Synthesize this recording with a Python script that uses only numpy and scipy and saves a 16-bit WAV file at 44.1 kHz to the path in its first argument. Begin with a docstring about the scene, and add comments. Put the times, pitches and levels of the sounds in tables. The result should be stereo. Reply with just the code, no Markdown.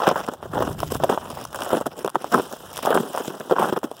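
"""An open field of thin, dry, crusted snow. Boots walk close by, a step about every 0.6 s.
Each sole crushes and scuffs the crust in runs of tiny fractures. Single plates of crust break with
a hollow knock, and loose ice ticks. Loose grains hiss between the steps, and a light wind
buffets the microphone."""
import sys
import numpy as np
from scipy import signal
from scipy.io import wavfile
from scipy.ndimage import uniform_filter1d

SR = 44100
rng = np.random.default_rng(int(sys.argv[2]) if len(sys.argv) > 2 else 0)


def unload_audio(sound):
    """Save the sound as a 16-bit wav file, at the path given as the first command line argument."""
    columns = np.transpose(np.atleast_2d(sound))
    # keep every value between -1 and 1, then stretch to whole-number steps
    steps = np.round(np.clip(columns, -1, 1) * 32767)
    wavfile.write(sys.argv[1], SR, steps.astype(np.int16))


N = 176400

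# Four tone colours of snow. Each row: frequency in Hz, relative level in dB.
PACKING_TONE = [(40, -33), (90, -30), (140, -4.5), (220, 0.5), (400, 3), (520, -7), (800, -26.5),
                (2000, -55)]  # snow pressed down under the crust
CRUNCH_TONE = [(100, -38), (300, -19), (500, 1.5), (750, 0.5), (1100, -3), (1500, -4.5), (2000, -12),
               (2500, -22), (3200, -19), (4200, -26), (6000, -41), (16000, -75.5)]  # the crust breaking
RASP_TONE = [(800, -19.5), (2000, 7), (3100, 1.5), (4200, -3.5), (5500, -0.5), (7500, -17), (16000, -31.5)]  # the sole scuffing
FIZZ_TONE = [(300, -53), (1500, -19), (3000, 7), (4500, 1), (7000, 2.5), (10000, 0), (13000, -2.5),
             (15800, 1)]  # fine ice crystals

CRYSTALS_PER_S, CRYSTAL_SPREAD_DB = 4500, 5


def amp(db):
    """Turns decibels into a number to multiply by."""
    return 10 ** (np.asarray(db) / 20)


def unit(x):
    """Scales a signal to an average power of 1."""
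    return x / np.sqrt(np.mean(x ** 2) + 1e-20)


def spectrum_db(points):
    """Joins rows of frequency and dB into a curve for a filter."""
    hz, db = np.transpose(points)
    return np.interp(np.log(np.fft.rfftfreq(4096, 1 / SR) + 1), np.log(hz), db)


def level(points):
    """Joins rows of time and dB into a gain for every sample."""
    return amp(np.interp(np.arange(N) / SR, *np.transpose(points)))


def shape(x, gain):
    """Turns each frequency up or down, with no ringing ahead of a click."""
    log_gain = np.log(np.r_[gain, gain[-2:0:-1]] + 1e-6)
    response = np.exp(np.conj(signal.hilbert(log_gain)))
    taps = np.fft.ifft(response).real[:len(gain)]
    return signal.oaconvolve(np.atleast_2d(x), taps[None], axes=1)[:, :N]


def colour(x, tone):
    """Gives plain noise or clicks a tone colour and keeps their power."""
    return shape(x, unit(amp(spectrum_db(tone))))


def add(mix, start_s, sound):
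    """Mixes a sound in at the given time."""
    at = max(round(start_s * SR), 0)
    part = mix[..., at:at + sound.shape[-1]]
    part += sound[..., :part.shape[-1]]


def wander(step_s):
    """A curve that slides to a new random value every step_s seconds."""
    values = rng.standard_normal(4096)
    return np.interp(np.arange(N) / SR / step_s, np.arange(len(values)), values)


def grains(per_s, spread_db):
    """Uneven clicks from random directions. The two rows are mid (centre) and side (left minus right)."""
    size_db = spread_db * np.minimum(rng.exponential(1, N), 3.5)
    clump_db = 3 * wander(step_s=.004)  # fractures come in small avalanches
    happens = rng.random(N) < per_s / SR
    clicks = amp(size_db + clump_db) * happens * rng.choice([-1., 1.], N)
    return np.array([unit(clicks), unit(clicks * rng.standard_normal(N))])


def cut(clicks, start_s, t):
    """Takes a stretch of clicks as long as t, at an average power of 1."""
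    return unit(np.take(clicks, round(start_s * SR) + np.arange(len(t)), axis=1, mode="wrap"))


def burst(clicks, start_s, decay_s):
    """A spray of clicks that dies away quickly."""
    t = np.arange(0, 6 * decay_s, 1 / SR)
    fade = np.exp(-t / decay_s)
    return unit(cut(clicks, start_s, t) * fade) * np.sqrt(np.mean(fade ** 2))


def wind():
    """Gusts rumble on the microphone and push left and right in opposite directions."""
    # Strength of the wind. Each row: time in seconds, relative level in dB.
    gusts = [(0, -38), (.2, -30.5), (.37, -40.5), (.5, -24), (.65, -18), (.78, -18.5), (.9, -16.5),
             (1.03, -21), (1.15, -34.5), (1.35, -28.5), (1.6, -31), (1.7, -40), (1.85, -33), (2.1, -47),
             (2.4, -43), (2.7, -33), (3.3, -52), (4, -44)]
    # Tone of the rumble. Each row: frequency in Hz, relative level in dB.
    rumble_tone = [(20, -19), (50, -7), (80, 1), (110, 1.5), (170, 1), (260, -12), (400, -20.5), (700, -40),
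                   (1500, -68), (4000, -85)]
    air, stray_air = colour(rng.standard_normal((2, N)), rumble_tone)
    strength = level(gusts) * amp(-3 + wander(step_s=.03))
    return strength * (np.array([air, -amp(-1.5) * air]) + amp(-13.5) * stray_air)


def loose_grains():
    """Loose grains of snow shift and hiss between the steps."""
    # Coarse rustle and fine hiss. Each row: time in seconds, relative level in dB.
    rustle_levels = [(0, -34.5), (.39, -51.5), (.6, -39), (1.05, -56), (1.4, -45), (1.49, -49), (1.7, -35),
                     (1.845, -50.5), (1.98, -48.5), (2.12, -50), (2.3, -44), (2.6, -46), (2.8, -45),
                     (3.1, -41), (3.46, -48), (3.7, -41), (3.81, -55), (4, -48)]
    hiss_levels = [(0, -41), (.27, -48), (.39, -57.5), (.51, -53), (.6, -40.5), (.76, -50), (1.2, -47),
                   (1.49, -50), (1.7, -40), (1.845, -58), (2.12, -55.5), (2.3, -43.5), (2.42, -40.5),
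                   (2.56, -46), (3.2, -42), (3.46, -48.5), (3.7, -45), (3.81, -59), (4, -48.5)]
    coarse = grains(per_s=2600, spread_db=3) * level(rustle_levels)
    fine = grains(per_s=14000, spread_db=4) * level(hiss_levels)
    rustle = amp(2) * colour(coarse, CRUNCH_TONE) + amp(-3.5) * colour(coarse, PACKING_TONE)
    return rustle + amp(1) * colour(fine, FIZZ_TONE)


def ice_ticks():
    """Thin ice snaps with a bright tick and a lower click."""
    # Each row is one snap: start in seconds, then relative levels in dB of the tick and the click.
    snaps = [(.088, -17, -22), (.196, -57, -42), (.265, -33, -35), (0.624, -28, -25), (.729, -34.5, -50),
             (0.792, -35, -28), (.803, -23, -22.5), (0.833, -37, -43), (0.907, -39, -47), (0.919, -24, -32),
             (0.947, -22.5, -24), (.965, -28, -36), (1.028, -34, -23), (1.038, -23, -14.5),
             (1.302, -29.5, -37), (1.413, -34, -34), (1.44, -31, -40), (1.451, -24.5, -27.5),
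             (1.529, -30, -27), (1.559, -28, -28), (1.606, -27, -32), (1.619, -24.5, -17.5),
             (1.634, -23.5, -39), (1.647, -27.5, -26.5), (1.692, -28, -34), (1.865, -23, -26),
             (1.992, -32, -52), (2.047, -32, -24), (2.062, -29, -27), (2.094, -30.5, -36), (2.1, -30, -47),
             (2.221, -32.5, -32.5), (2.322, -27, -32), (2.526, -26, -36), (2.73, -29.5, -53),
             (2.76, -27, -35), (2.77, -23, -21), (2.776, -21, -20.5), (2.79, -29, -37), (2.829, -28.5, -30),
             (2.858, -18.5, -18), (2.944, -25.5, -26), (3.066, -55, -55), (3.133, -29.5, -45),
             (3.162, -28, -36), (3.181, -26.5, -42), (3.399, -29, -52), (3.599, -32, -34),
             (3.789, -34.5, -49), (3.968, -37.5, -48)]
    # Tones of the tick and the click. Each row: frequency in Hz, relative level in dB.
    tick_tone = [(300, -21), (1000, 15), (2000, -4), (3200, 4), (5500, 8), (8000, 3.5), (10000, 7.5),
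                 (13000, 0.5), (15800, 0.5)]
    click_tone = [(200, -20), (600, 3), (1300, 1.5), (2200, -12), (3200, -3), (4500, -11), (7000, -18),
                  (16000, -39)]
    crystals = grains(CRYSTALS_PER_S, CRYSTAL_SPREAD_DB)
    ticks, clicks = np.zeros((2, 2, N))
    for start, tick_db, click_db in snaps:
        add(ticks, start, amp(tick_db + 4) * burst(crystals, start, decay_s=.0013))
        add(clicks, start, amp(click_db + 1.5) * burst(crystals, start, decay_s=.0015))
    return colour(ticks, tick_tone) + colour(clicks, click_tone)


def knock(hz, rise_cycles, phase, place):
    """A plate of crust flexes a few times on the soft snow. Place runs from 0 (right) to 1 (left)."""
    t = np.arange(0, .03, 1 / SR)
    age = t * hz / max(rise_cycles, .2)
    flex = age * np.exp(1 - age) * np.sin(2 * np.pi * (hz * t + phase))
    return np.outer([1, 2 * place - 1], flex)


def breaking_plates():
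    """A plate of crust gives way: a dull knock, a weaker second break, crumbs and splinters."""
    # Each row is one plate: start in seconds, relative knock level in dB, pitch in Hz,
    # cycles until the knock peaks (more rings longer), relative splinter level in dB.
    plates = [(0.0017, -9.5, 1040, 0.76, -38), (0.019, -13, 740, 0.77, -46), (0.0315, -8, 780, 0.96, -43),
              (0.0363, -2.5, 1110, 0.29, -51), (0.0695, -4, 730, 0.16, -27),
              (0.0772, -2.5, 364, 0.29, -23.5), (0.1136, -3.5, 695, 0.24, -31),
              (0.1582, -9.5, 950, 0.26, -49), (0.287, -9, 420, 0.4, -27), (0.3365, -17.5, 870, 0.43, -32),
              (0.4279, -17, 665, 0.32, -49), (0.456, -20.5, 464, 0.3, -49), (0.6056, -9.5, 473, 0.59, -48),
              (0.6225, -8, 770, 0.35, -33), (0.6286, -19, 655, 0.45, -29), (0.831, -7, 636, 0.22, -47),
              (0.921, -13, 400, 0.33, -34), (0.954, -10.5, 296, 0.19, -43), (1.001, -22, 600, 0.77, -42),
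              (1.0356, -4, 650, 0.45, -48), (1.0428, -4.5, 595, 0.66, -23),
              (1.0979, -3.5, 434, 0.31, -23.5), (1.1146, -28, 577, 0.28, -42), (1.1264, -9, 890, 0.63, -42),
              (1.146, -13, 706, 0.31, -36), (1.176, -9, 810, 0.4, -57), (1.3716, -16, 910, 0.51, -53),
              (1.5467, -17, 1170, 0.34, -29.5), (1.5897, -17, 1110, 0.51, -31),
              (1.6278, -12.5, 806, 0.32, -32), (1.731, -1, 516, 0.33, -28), (1.7412, -5.5, 490, 0.38, -48),
              (1.7478, -12, 460, 0.44, -44), (1.769, -11, 660, 0.32, -36), (1.8115, -11.5, 514, 0.38, -30),
              (1.8664, -13, 650, 0.86, -38), (1.8715, -22, 560, 0.2, -44), (1.99, -19.5, 487, 0.18, -32.5),
              (2.047, -8.5, 460, 0.4, -24.5), (2.0773, -6.5, 1020, 0.51, -28.5),
              (2.1559, -3.5, 880, 0.4, -32), (2.1605, -20, 517, 0.56, -53), (2.2439, -12, 760, 0.31, -34),
              (2.325, -16, 696, 0.66, -30), (2.3437, -5, 443, 0.25, -18.5), (2.3551, -15, 390, 0.23, -27.5),
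              (2.3789, -6, 930, 0.25, -36), (2.3978, -7.5, 445, 0.31, -50), (2.5348, -15, 560, 0.31, -46),
              (2.7895, -14.5, 1070, 0.47, -50), (2.8518, -9, 660, 0.32, -26), (2.8741, -7, 615, 0.75, -44),
              (2.9049, -4.5, 484, 0.83, -24), (2.9123, -7.5, 574, 0.13, -47), (2.9489, -8, 724, 0.2, -24),
              (2.9544, -7.5, 706, 0.34, -31), (2.9749, 0, 820, 0.18, -49), (2.9792, -21, 500, 0.65, -46),
              (2.9855, -20, 700, 0.33, -45), (3.004, -23, 298, 0.8, -41), (3.033, -22, 450, 0.67, -36),
              (3.1488, -15, 770, 0.34, -41), (3.1757, -7.5, 975, 0.23, -32), (3.2033, -15, 464, 0.39, -37),
              (3.2077, -13, 480, 0.36, -39), (3.2799, -13.5, 308, 0.25, -26), (3.4063, -12, 754, 0.18, -40),
              (3.4133, -24, 470, 0.4, -37), (3.4975, -14, 824, 0.36, -41), (3.5106, -2.5, 564, 0.38, -29.5),
              (3.5152, -13, 367, 1, -48), (3.5217, -6.5, 440, 0.71, -40), (3.526, -11, 610, 0.55, -45),
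              (3.536, -15, 446, 0.56, -46), (3.5844, -7.5, 1040, 0.98, -41), (3.5897, -17, 1070, 0.6, -41),
              (3.5975, -10, 410, 0.42, -42), (3.6145, -9, 880, 0.4, -32), (3.6207, -8.5, 965, 1, -36),
              (3.6268, -2.5, 710, 0.5, -36), (3.655, -20, 746, 0.4, -45), (3.688, -16, 795, 0.3, -31),
              (3.7258, -2, 437, 0.29, -35), (3.7315, -12, 430, 0.4, -30), (3.7707, -18, 486, 0.61, -32),
              (3.832, -13.5, 820, 0.13, -40), (3.8416, -15.5, 287, 0.84, -29),
              (3.9146, -18.5, 483, 0.26, -37.5)]
    crystals = grains(CRYSTALS_PER_S, CRYSTAL_SPREAD_DB)
    knocks, crumbs, splinters = np.zeros((3, 2, N))
    for start, db, hz, rise_cycles, splinter_db in plates:
        phase, place, wait, detune = rng.random(4)
        add(knocks, start, amp(db - .5) * knock(hz, rise_cycles, phase, place))
        second_start = start + .00459 * (.5 + wait)
        second_hz = hz * 2 ** (.74 * (detune - .5))
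        add(knocks, second_start, amp(db - 8.5) * knock(second_hz, rise_cycles, wait, place))
        add(crumbs, start, amp(db - 12) * burst(crystals, start, decay_s=.0027))
        add(splinters, start - .001, amp(splinter_db + 3.5) * burst(crystals, start, decay_s=.0022))
    knocks = signal.sosfilt(signal.butter(2, 118, "high", fs=SR, output="sos"), knocks)
    spray = colour(splinters, FIZZ_TONE) + amp(-5.5) * colour(splinters, RASP_TONE)
    return knocks + colour(crumbs, CRUNCH_TONE) + spray


def crushing_soles():
    """The sole breaks the crust grain by grain, packs the snow below, rasps and sheds crystals."""
    # Each row is one press or scuff: start and length in seconds, then relative levels in dB
    # of the packing, the crunch, the rasp and the fizz.
    presses = [(0.016, 0.048, -47, -21, -33.5, -50), (0.066, 0.036, -26.5, -21, -26.5, -53),
               (0.107, 0.017, -26.5, -25, -39, -59), (0.157, 0.058, -36, -28, -37, -40.5),
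               (0.229, 0.019, -44, -35.5, -38, -53), (0.275, 0.018, -33, -24, -37, -59),
               (0.313, 0.04, -40.5, -38.5, -49, -47), (0.424, 0.039, -48, -37.5, -54, -53),
               (0.53, 0.061, -28.5, -23.5, -40, -44.5), (0.598, 0.047, -31, -27.5, -40, -50),
               (0.648, 0.072, -32, -32.5, -42.5, -44.5), (0.778, 0.11, -38.5, -42, -42, -42.5),
               (0.9, 0.076, -45, -37, -37, -36.5), (0.994, 0.09, -35.5, -37, -44, -48.5),
               (1.089, 0.057, -28, -22, -36.5, -38), (1.154, 0.032, -51, -39.5, -61, -48),
               (1.194, 0.12, -43.5, -38.5, -45.5, -51), (1.3, 0.14, -44.5, -39.5, -41, -46),
               (1.542, 0.029, -42, -30.5, -39, -38.5), (1.587, 0.12, -43.5, -34, -41.5, -44),
               (1.699, 0.091, -27, -25.5, -38, -37), (1.8, 0.022, -39, -31, -48, -42),
               (1.856, 0.017, -21.5, -21.5, -37, -36), (1.905, 0.033, -42.5, -38, -45.5, -54),
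               (1.963, 0.068, -40.5, -40.5, -42, -45.5), (2.043, 0.019, -27.5, -28.5, -38, -44),
               (2.072, 0.02, -55, -52, -47, -59), (2.144, 0.019, -25, -30, -53, -44),
               (2.2, 0.086, -45.5, -46.5, -46, -57), (2.315, 0.089, -23.5, -24, -32.5, -37),
               (2.413, 0.057, -39.5, -40, -47, -48), (2.507, 0.035, -44, -37.5, -51, -44.5),
               (2.729, 0.077, -55, -49, -40, -42.5), (2.822, 0.049, -38, -35, -33.5, -36.5),
               (2.864, 0.068, -29.5, -21, -48, -42.5), (2.94, 0.071, -22.5, -25.5, -40, -37.5),
               (3.019, 0.084, -35.5, -37.5, -49, -46.5), (3.134, 0.089, -46, -32, -38.5, -43.5),
               (3.244, 0.06, -38, -35.5, -39.5, -41), (3.298, 0.18, -41, -41, -59, -54.5),
               (3.494, 0.041, -47, -31, -44, -42), (3.554, 0.044, -36, -28.5, -39.5, -49),
               (3.588, 0.042, -22, -21.5, -34.5, -37.5), (3.63, 0.071, -28.5, -26, -36.5, -38.5),
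               (3.721, 0.016, -24.5, -24, -37, -37), (3.759, 0.018, -24, -25, -37, -42),
               (3.83, 0.023, -30.5, -31, -38.5, -40.5), (3.855, 0.024, -44, -43, -58, -53)]
    attack_s, release_s, sag_db = .0041, .0044, 2.5
    fractures = grains(per_s=1200, spread_db=4.5)
    fractures = 16 * np.tanh(fractures / 16)  # softens the biggest clicks
    crystals = grains(CRYSTALS_PER_S, CRYSTAL_SPREAD_DB)
    packing, crunch, rasp, fizz = np.zeros((4, 2, N))
    for start, length, packing_db, crunch_db, rasp_db, fizz_db in presses:
        t = np.arange(0, length + 4 * release_s, 1 / SR)
        rise = np.minimum(t / attack_s, 1)
        release = np.exp(-np.maximum(t - length, 0) / release_s)
        load = rise * release * amp(sag_db * (.5 - t / length))
        breaking = cut(fractures, start, t) * load
        shedding = cut(crystals, start, t) * load
        add(packing, start, amp(packing_db - .5) * breaking)
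        add(crunch, start, amp(crunch_db) * breaking)
        add(rasp, start, amp(rasp_db - .5) * (.8 * breaking + .65 * shedding))
        add(fizz, start, amp(fizz_db + 1) * (.14 * breaking + 1.18 * shedding))
    return (colour(packing, PACKING_TONE) + colour(crunch, CRUNCH_TONE)
            + colour(rasp, RASP_TONE) + colour(fizz, FIZZ_TONE))


def flake_glints(x):
    """Every flake of crust rings with a tone of its own, so the treble glints and shifts."""
    # How much the flakes vary. Each row: frequency in Hz, typical swing in dB.
    flake_spread = [(100, 0), (1500, 3.5), (3000, 1.5), (6000, 2.5), (16000, 2.5)]
    hz, _, slices = signal.stft(x, SR, nperseg=256, noverlap=192)
    patches = rng.standard_normal(slices.shape[:0:-1]).T
    for _ in range(2):
        patches = uniform_filter1d(patches, size=8, axis=0)  # blur across pitch
        patches = uniform_filter1d(patches, size=9, axis=1)  # blur across time
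    spread_db = np.interp(hz, *np.transpose(flake_spread))[:, None]
    gain = amp(spread_db * unit(patches))
    gain /= np.sqrt(np.mean(gain ** 2, axis=1, keepdims=True))
    return signal.istft(slices * gain, SR, nperseg=256, noverlap=192)[1][:, :N]


def ground_scatter(x):
    """Adds a faint, short bounce off the ground and the walker; the open field has no echo."""
    decay_s, bounce_db = .02, -22
    t = np.arange(0, .08, 1 / SR)
    tail = rng.standard_normal((2, len(t))) * np.exp(-t / decay_s) * (t > .002)
    tail /= np.linalg.norm(tail[0])
    return x + amp(bounce_db) * signal.oaconvolve(x, tail, axes=1)[:, :N]


def scene():
    """Spreads the snow sounds between left and right and adds the wind."""
    # Stereo width. Each row: frequency in Hz, side minus mid in dB.
    stereo_width = [(100, -2.5), (250, -14.5), (500, -11.5), (1000, -17.5), (1500, -4), (2200, 12),
                    (3100, -11), (4400, 10.5), (5400, -6), (6400, 4), (8000, 0), (10000, 0), (16000, 2)]
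    # Stereo balance. Each row: frequency in Hz, left minus right in dB.
    stereo_balance = [(100, 4), (300, -3), (600, -1.7), (1200, -0.5), (2200, -3.5), (3200, -1.5),
                      (5000, -0.5), (9000, -1), (13000, -3), (16000, -4)]
    crust = flake_glints(crushing_soles() + breaking_plates() + loose_grains())
    snow = ground_scatter(crust + ice_ticks())
    width = amp(spectrum_db(stereo_width))
    lean = amp(spectrum_db(stereo_balance) / 2)
    mid = shape(snow[0], 1 / np.hypot(1, width))
    side = shape(snow[1], width / np.hypot(1, width))
    left, right = shape(mid + side, lean), shape(mid - side, 1 / lean)
    return np.vstack([left, right]) + wind()


def record(dry):
    """Clips peaks at full scale and removes the very highest treble."""
    cutoff_hz = 15900
    low_pass = signal.firwin(511, cutoff_hz, window=("kaiser", 9), fs=SR)
    return signal.oaconvolve(np.clip(dry, -1, 1), low_pass[None], "same")


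dry = scene()
out = record(dry)
unload_audio(out)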